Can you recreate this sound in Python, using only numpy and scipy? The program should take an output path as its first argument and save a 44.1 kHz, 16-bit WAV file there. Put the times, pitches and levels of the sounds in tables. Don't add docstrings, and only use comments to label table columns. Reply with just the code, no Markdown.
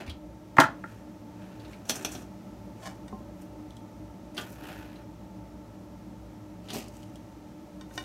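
import sys
import numpy as np
from scipy import signal
from scipy.fft import rfft, irfft, next_fast_len
from scipy.io import wavfile

SR = 44100
rng = np.random.default_rng(int(sys.argv[2]) if len(sys.argv) > 2 else 0)


def natural_amplitude(level_db):
    exponent = np.asarray(level_db, float) / 20
    return 10 ** exponent


def store_pcm(level_fs):
    pcm = np.round(np.clip(level_fs, -1, 1) * 32767).astype(np.int16)
    wavfile.write(sys.argv[1], SR, np.atleast_2d(pcm).T)


N = 354828


def unit(x):
    return x / np.sqrt(np.mean(x ** 2) + 1e-20)


def along(points, hz):
    f, value = np.transpose(points)
    return np.interp(np.log(hz + 1), np.log(f + 1), value)


def curves(rows):
    s, *columns = np.transpose(rows)
    t = np.arange(N) / SR
    return np.array([natural_amplitude(np.interp(t, s, db, -150, -150)) for db in columns])


def filtered(x, response):
    size = next_fast_len(N + SR // 2)
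    spectrum = rfft(x, size) * response(np.fft.rfftfreq(size, 1 / SR))
    return irfft(spectrum, size)[..., :N]


def passed(x, hz, kind, order=4):
    return signal.sosfilt(signal.butter(order, hz, kind, fs=SR, output="sos"), x)


def coloured(spectrum):
    return unit(filtered(rng.standard_normal(N), lambda hz: natural_amplitude(along(spectrum, hz))))


def resonate(x, peaks):
    out, power = 0, 0
    for k, (hz, width_hz, db) in enumerate(peaks):
        b, a = signal.iirpeak(hz, hz / width_hz, SR)
        out = out + (-1) ** k * natural_amplitude(db) * signal.lfilter(b, a, x)
        power += natural_amplitude(db) ** 2 * np.pi * width_hz / SR
    return out / np.sqrt(power)


def add(track, s, sound):
    part = track[..., round(s * SR):][..., :sound.shape[-1]]
    part += sound[..., :part.shape[-1]]


def ring(modes, top_hz, scatter_db):
    hz, db, t60_s = np.transpose(modes)[:, :, None]
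    t = np.arange(SR // 3) / SR
    missed_db = 10 * np.log10(1 + (hz / top_hz) ** 24 + (top_hz / hz / 5) ** 2)
    db = db + scatter_db * rng.standard_normal(db.shape) - missed_db
    decay = natural_amplitude(db - 60 * t / np.maximum(t60_s, .01))
    x = np.sum(decay * np.sin(2 * np.pi * hz * t), axis=0)
    x = x * (1 - np.exp(-t * top_hz))
    return x / abs(x).max()


def burst(t60_s, crack):
    t = np.arange(SR // 4) / SR
    rattle = natural_amplitude(-60 * t / max(t60_s, .005))
    crackle = crack * natural_amplitude(-60 * t / 0.0053)
    x = rng.standard_normal(len(t)) * (rattle + crackle)
    x[0] = 6 * crack
    return x


def metal_blow(db):
    t60_at_0db_s, t60_s_per_db = .06, .0005
    crisp_db, softens_per_db, rise_s = -24, .06, .0015
    blow = burst(t60_at_0db_s - t60_s_per_db * db, crack=0.95)
    t = np.arange(len(blow)) / SR
    softness = np.clip(softens_per_db * (crisp_db - db), 0, .7)
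    return blow * (1 - softness * np.exp(-t / rise_s))


def strokes(rows, mix):
    edge_db, fade_s = 17, .04
    treble_grows = 1.3
    t, out = np.arange(0, N, 32) / SR, 0
    box_db, hiss_db = mix
    for start, hardest, end, db, bright_db in rows:
        times = [start - fade_s, start, hardest, end, end + fade_s]
        shape_db = np.interp(t, times, edge_db * np.array([-4, -1, 0, -1, -4]))
        treble_db = bright_db + treble_grows * shape_db
        drives_db = np.array([shape_db, treble_db, box_db + shape_db, hiss_db + treble_db])
        out = out + natural_amplitude(db + drives_db)
    return out.repeat(32, axis=1)[:, :N]


def catching(hold, power):
    return rng.exponential(size=N // hold + 1).repeat(hold)[:N] ** power


# [t/s, level/dB, rattle re landing/dB]
LANDINGS = [(.568, -23, -22), (.584, -1, -39), (.593, -10, -30), (.601, -8, -13.5), (.615, -11.5, -28),
            (.638, -18, -23), (0.839, -33, -35)]
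# [f/Hz, width/Hz, level/dB]
DROPPED_BODY = [(132, 18, -3), (258, 26, -3), (297, 28, -3), (360, 26, -4), (551.3, 40, -4),
                (675, 60, -1.5), (870, 64, 2), (975, 70, -2), (1050, 70, -1), (1300, 120, 1), (1387, 40, 9),
                (1620, 200, -4), (1880, 100, -4), (2080, 140, -9)]


def drop():
    chatter_t60_at_0db_s, chatter_s_per_db = .05, .0015
    touch, chatter, rattle = np.zeros((3, N))
    for s, db, rattle_db in LANDINGS:
        chatter_t60_s = chatter_t60_at_0db_s - chatter_s_per_db * db
        add(touch, s, natural_amplitude(db + 3.5) * burst(0.0089, crack=.6))
        add(chatter, s, natural_amplitude(db - 12.5) * burst(chatter_t60_s, crack=0))
        add(rattle, s, natural_amplitude(db + rattle_db + 3.5) * burst(0.055, crack=.6))
    body = resonate(touch + passed(chatter, 1300, "low", order=1), DROPPED_BODY)
    loose = resonate(rattle, [(2900, 1200, -2), (7000, 4000, -11), (13300, 2600, -17)])
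    return passed(body, 2600, "low", order=3) + passed(loose, 1500, "high")


# [t/s, level/dB, tick re level/dB, thump re level/dB]
STOP_HITS = [(1.852, -47, -2, 5), (1.89, -33, -5, -8), (1.8953, -15, -7, -10), (1.906, -26, -4, -3),
             (1.9556, -39, 9, 8), (2.023, -53, 12, -6), (2.0479, -20, -8, -7), (2.1181, -44, 10, -8),
             (2.15, -32, -15, 0), (2.2192, -50, 1.5, 12.5)]


def door_stops(force, door):
    for s, db, tick_db, thump_db in STOP_HITS:
        blow = metal_blow(db)
        add(door, s, natural_amplitude(db - 7.5) * blow)
        add(force[1:], s, natural_amplitude([[db + tick_db - 4], [db + thump_db - 3.5]]) * blow)


# [t/s, level/dB, tick re level/dB, thump re level/dB, ping f/Hz]
METAL_CONTACTS = [(0.0638, -42, -10, -3, 2480), (0.0765, -39.5, -14, -1, 2250),
                  (0.0957, -33, -12, -19, 3300), (1.5966, -46.5, -11, -3, 2920),
                  (1.6476, -42.5, -31.5, -8, 2670), (1.731, -44, -12, -21.5, 2190),
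                  (4.3466, -48, -5.5, -1, 9000), (4.369, -34, -10, -8, 2800), (4.3782, -27, -11, -5, 3100),
                  (4.4094, -42, 1.5, 4, 2730), (4.9568, -50, -10, -8, 4000),
                  (6.6859, -36, -12.5, -11, 3100), (6.7032, -31, -10, -18, 3050), (6.7325, -38, 4, 8, 2520),
                  (6.748, -34, -6, 4, 2780)]


def metal_contacts(force, pings):
    for s, db, tick_db, thump_db, hz in METAL_CONTACTS:
        blow = metal_blow(db)
        add(force, s, natural_amplitude([[db - 6], [db + tick_db - 2.5], [db + thump_db - 3.5]]) * blow)
        add(pings, s, natural_amplitude(db - 8) * resonate(blow, [(hz, 400, 0)]))


# [t/s, level/dB, treble re level/dB, ping f/Hz]
DRY_TICKS = [(3.418, -54, 4, 8500), (3.7062, -44, -9, 3050), (3.767, -44, -4.5, 3260),
             (6.8824, -48, 4, 5400), (6.9679, -49, 1.5, 5000), (7.0299, -46, -6.5, 3090),
             (7.1566, -43, -4, 3220)]


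def dry_ticks(force, pings):
    for s, db, treble_db, hz in DRY_TICKS:
        blow = burst(.03, crack=.6)
        add(force[:2], s, natural_amplitude([[db - 11], [db + treble_db - 4]]) * blow)
        add(pings, s, natural_amplitude(db - 8.5) * resonate(blow, [(hz, 500, 0)]))


# [t/s, peak/dB]
TONG_GRIPS = [(4.379, -27.5)]
# [f/Hz, level/dB, t60/s]
RACK_MODES = [(1190, -1, .12), (1453, -3, 0.09), (2729, -4, .07), (3080, 4, .05)]


def grips(pings):
    for s, db in TONG_GRIPS:
        add(pings, s, natural_amplitude(db) * ring(RACK_MODES, top_hz=5000, scatter_db=1.5))


HAND_STROKES = [(0, .003, .045, -41, -14), (.02, .075, .15, -53, -16), (.7, .93, 1.1, -59, -5)]
DOOR_STROKES = [(1.28, 1.42, 1.75, -58, -11), (1.5, 1.7, 1.95, -59, -5), (1.865, 1.896, 2.02, -46, 3),
                (1.9, 1.97, 2.22, -49, -6), (2.0, 2.13, 2.27, -55, 4)]
DISH_OFF_STACK = [(2.76, 2.86, 2.98, -56, 3)]
TONG_STROKES = [(3.35, 3.42, 3.49, -63, -1.5), (4.355, 4.385, 4.48, -42, -12), (4.42, 4.51, 4.62, -56, -.6),
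                (4.55, 4.66, 5.03, -45.5, -13), (6.725, 6.74, 6.83, -50, .6)]
CRUST_AND_HISS = [(6.62, 6.65, 6.7, -58, -6), (6.675, 6.7, 6.75, -45, -15), (6.71, 6.765, 6.88, -42, -3),
                  (6.85, 6.95, 7.3, -63, 1.5), (7.89, 7.96, 8.2, -58, 7)]


def sliding():
    pressure = strokes(HAND_STROKES, (5, -6)) + strokes(DOOR_STROKES, (2.5, -6))
    pressure = pressure + strokes(DISH_OFF_STACK, (-1.5, -8)) + strokes(TONG_STROKES, (-1.5, 4))
    crust = strokes(CRUST_AND_HISS, (5, -7))
    total = pressure + crust
    drives = total * unit(catching(128, 0.38) * rng.standard_normal((4, N)))
    return drives, crust[0] / total[0]


SHELL = [(1350, 490, -12), (2700, 800, -1), (3250, 600, -2), (4400, 1300, -7)]
RUBBED_BARS = [(740, 200, -1), (1420, 260, 3), (1800, 260, 2), (2520, 380, 0), (3100, 700, -4),
               (4300, 1600, -11)]
FRAME = [(1270, 300, -9), (1950, 500, -11), (2380, 140, -2), (2570, 160, -2), (2760, 200, -2),
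         (3310, 300, -2), (3800, 450, -6), (4330, 260, -5), (4570, 220, -7), (5440, 550, -5),
         (6090, 400, -5)]
WIRE_BANDS = [(6000, 1900, 20.5), (9200, 2600, 17.5), (12300, 4000, 11)]
FINE_GRIT = [(11430, 4300, -1.5), (13900, 3000, -0.5)]
BOX = [(151, 60, -0.5), (262, 97, 4.5), (398.4, 68, 1.5), (671, 250, -3)]


def oven():
    force, pings, door = np.zeros((3, N)), np.zeros(N), np.zeros(N)
    door_stops(force, door)
    metal_contacts(force, pings)
    dry_ticks(force, pings)
    grips(pings)
    (scrape, fizz, drag, hiss), crusty = sliding()
    shell = resonate(force[0] + crusty * scrape, SHELL)
    shell = shell + resonate((1 - crusty) * scrape, RUBBED_BARS) + resonate(door, FRAME)
    wires = resonate(force[1] + fizz, WIRE_BANDS)
    crumbs = catching(64, 1.3)
    fine = resonate(hiss * unit(1 + .35 * crumbs) + natural_amplitude(-13) * door, FINE_GRIT)
    box = resonate(force[2] + drag, BOX)
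    out = pings + passed(shell, 600, "high") + passed(wires, 4200, "high", order=3)
    return out + passed(fine, 8500, "high") + passed(box, 1200, "low", order=2)


# [start t/s, hardest t/s, end t/s, pressure level/dB, brightness/dB (not used here)]
DISH_STROKES = [(2.81, 2.868, 2.93, -42, 0)]
# [t/s, level/dB]
DISH_CATCHES = [(2.798, -52), (2.829, -45), (2.859, -41), (2.866, -38), (2.873, -39)]
# [f/Hz, width/Hz, level/dB]
DISH_BODY = [(610, 50, -1), (760, 45, -1), (1055, 35, -1), (1490, 90, -11), (1730, 160, -11),
             (2330, 90, -10), (2930, 90, -13), (3500, 500, -17), (4540, 220, -15), (5310, 110, -13),
             (5950, 300, -18), (7300, 1500, -22)]


def dish():
    force = strokes(DISH_STROKES, (0, 0))[0] * unit(catching(96, .55) * rng.standard_normal(N))
    for s, db in DISH_CATCHES:
        add(force, s, natural_amplitude(db) * burst(.02, crack=.6))
    return resonate(force, DISH_BODY)


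# [t/s, ring peak/dB, top f of the blow/Hz]
PLATE_TAPS = [(3.0807, -43, 16000), (3.126, -29, 1100), (7.811, -40, 13000), (7.91, -46, 4000),
              (7.9775, -24, 9500), (8.008, -45, 6000), (8.038, -44, 9000)]
# [f/Hz, level/dB, t60/s]
PLATE_MODES = [(219, 4, 0.11), (395, 1, 0.13), (755, -2, 0.14), (1050, 0, 0.14), (1500, 6, 0.04),
               (1850, 2, 0.06), (2320, -4, 0.06), (2920, -3, 0.045), (3640, 1, 0.035), (4600, -5, 0.03),
               (5600, -5, 0.03), (6100, -4, 0.025), (8300, -7, 0.025)]


def plate():
    out = np.zeros(N)
    for s, db, top_hz in PLATE_TAPS:
        add(out, s, natural_amplitude(db) * ring(PLATE_MODES, top_hz, scatter_db=1.5))
        add(out, s, natural_amplitude(db - 5) * passed(burst(0.03, crack=.6), top_hz / 2, "low"))
    return out


# [t/s, peak/dB, f/Hz, t60/s]
COUNTER_BUMPS = [(0.083, -33.5, 72.1, 0.1)]


def counter():
    out = np.zeros(N)
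    for s, db, hz, t60_s in COUNTER_BUMPS:
        add(out, s, natural_amplitude(db) * ring([(hz, 0, t60_s)], top_hz=150, scatter_db=0))
    return out


# [f/Hz, t60/s]
ROOM_DECAY = [(150, 0.33), (1000, 0.25), (4000, 0.21), (12000, 0.13)]


def kitchen(x):
    out, step = np.zeros((2, N)), SR // 4
    for start in range(0, N, step):
        hz, t, z = signal.stft(rng.standard_normal((2, SR // 2)), SR, nperseg=256)
        decay = natural_amplitude(-60 * t / along(ROOM_DECAY, hz)[:, None])
        tail = signal.istft(z * decay, SR, nperseg=256)[1]
        tail = tail / np.linalg.norm(tail[0])
        wet = signal.fftconvolve(x[None, start:start + step], tail, axes=1)
        add(out, start / SR + .004, wet)
    return out


# [t/s, drone level/dB, hiss level/dB]
AIR_LEVELS = [(0, -46, -67.5), (.5, -46.5, -65), (2.4, -44, -63.5), (5.2, -45, -65), (8.05, -45.5, -64)]
# [f/Hz, width/Hz, level/dB]
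HUM_PEAKS = [(59.2, 4.1, 1), (109.2, 4.67, 2), (187.4, 12.1, -0.5), (230.6, 10.4, -5), (304, 12, 0.6),
             (592, 26.2, -9.5), (880.4, 39, -14.5), (1338, 80, -26.5)]
# [f/Hz, width/Hz, level/dB]
WHINE_PEAK = [(5580, 25, 0)]
# [f/Hz, density/dB per Hz]
RUMBLE_SPECTRUM = [(20, -42), (40, -18.5), (60, -5), (200, -3.5), (450, -13.5), (750, -9), (1100, -30.5),
                   (2200, -33.5), (4000, -60)]
# [f/Hz, density/dB per Hz]
HISS_SPECTRUM = [(700, -33), (1200, -7), (1800, -6), (3000, -11.5), (4800, -14), (5800, -12), (8000, -18),
                 (10400, -21.5), (12500, -18.5), (15500, -25)]


def background():
    drone, hiss = curves(AIR_LEVELS)
    hum = unit(passed(resonate(rng.standard_normal(N), HUM_PEAKS), 42, "high"))
    whine = resonate(rng.standard_normal(N), WHINE_PEAK)
    low = unit(hum + natural_amplitude(-10) * coloured(RUMBLE_SPECTRUM))
    high = coloured(HISS_SPECTRUM) + natural_amplitude(-28.5) * whine
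    return drone * low + hiss * high


def scene():
    near = drop() + oven() + dish() + plate() + counter()
    wet, other = kitchen(near)
    mid = near + natural_amplitude(-8.5) * wet + background()
    side = natural_amplitude(-25) * passed(other + natural_amplitude(-57) * rng.standard_normal(N), 2210, "high", order=3)
    return np.array([mid + side, mid - side])


def top_cut(x):
    return signal.sosfilt(signal.butter(12, 16480, fs=SR, output="sos"), x)


def record(dry):
    top_hz = 15800
    mix = filtered(np.clip(dry, -1, 1), lambda hz: hz < top_hz)
    return top_cut(mix)


dry = scene()
out = record(dry)
store_pcm(out)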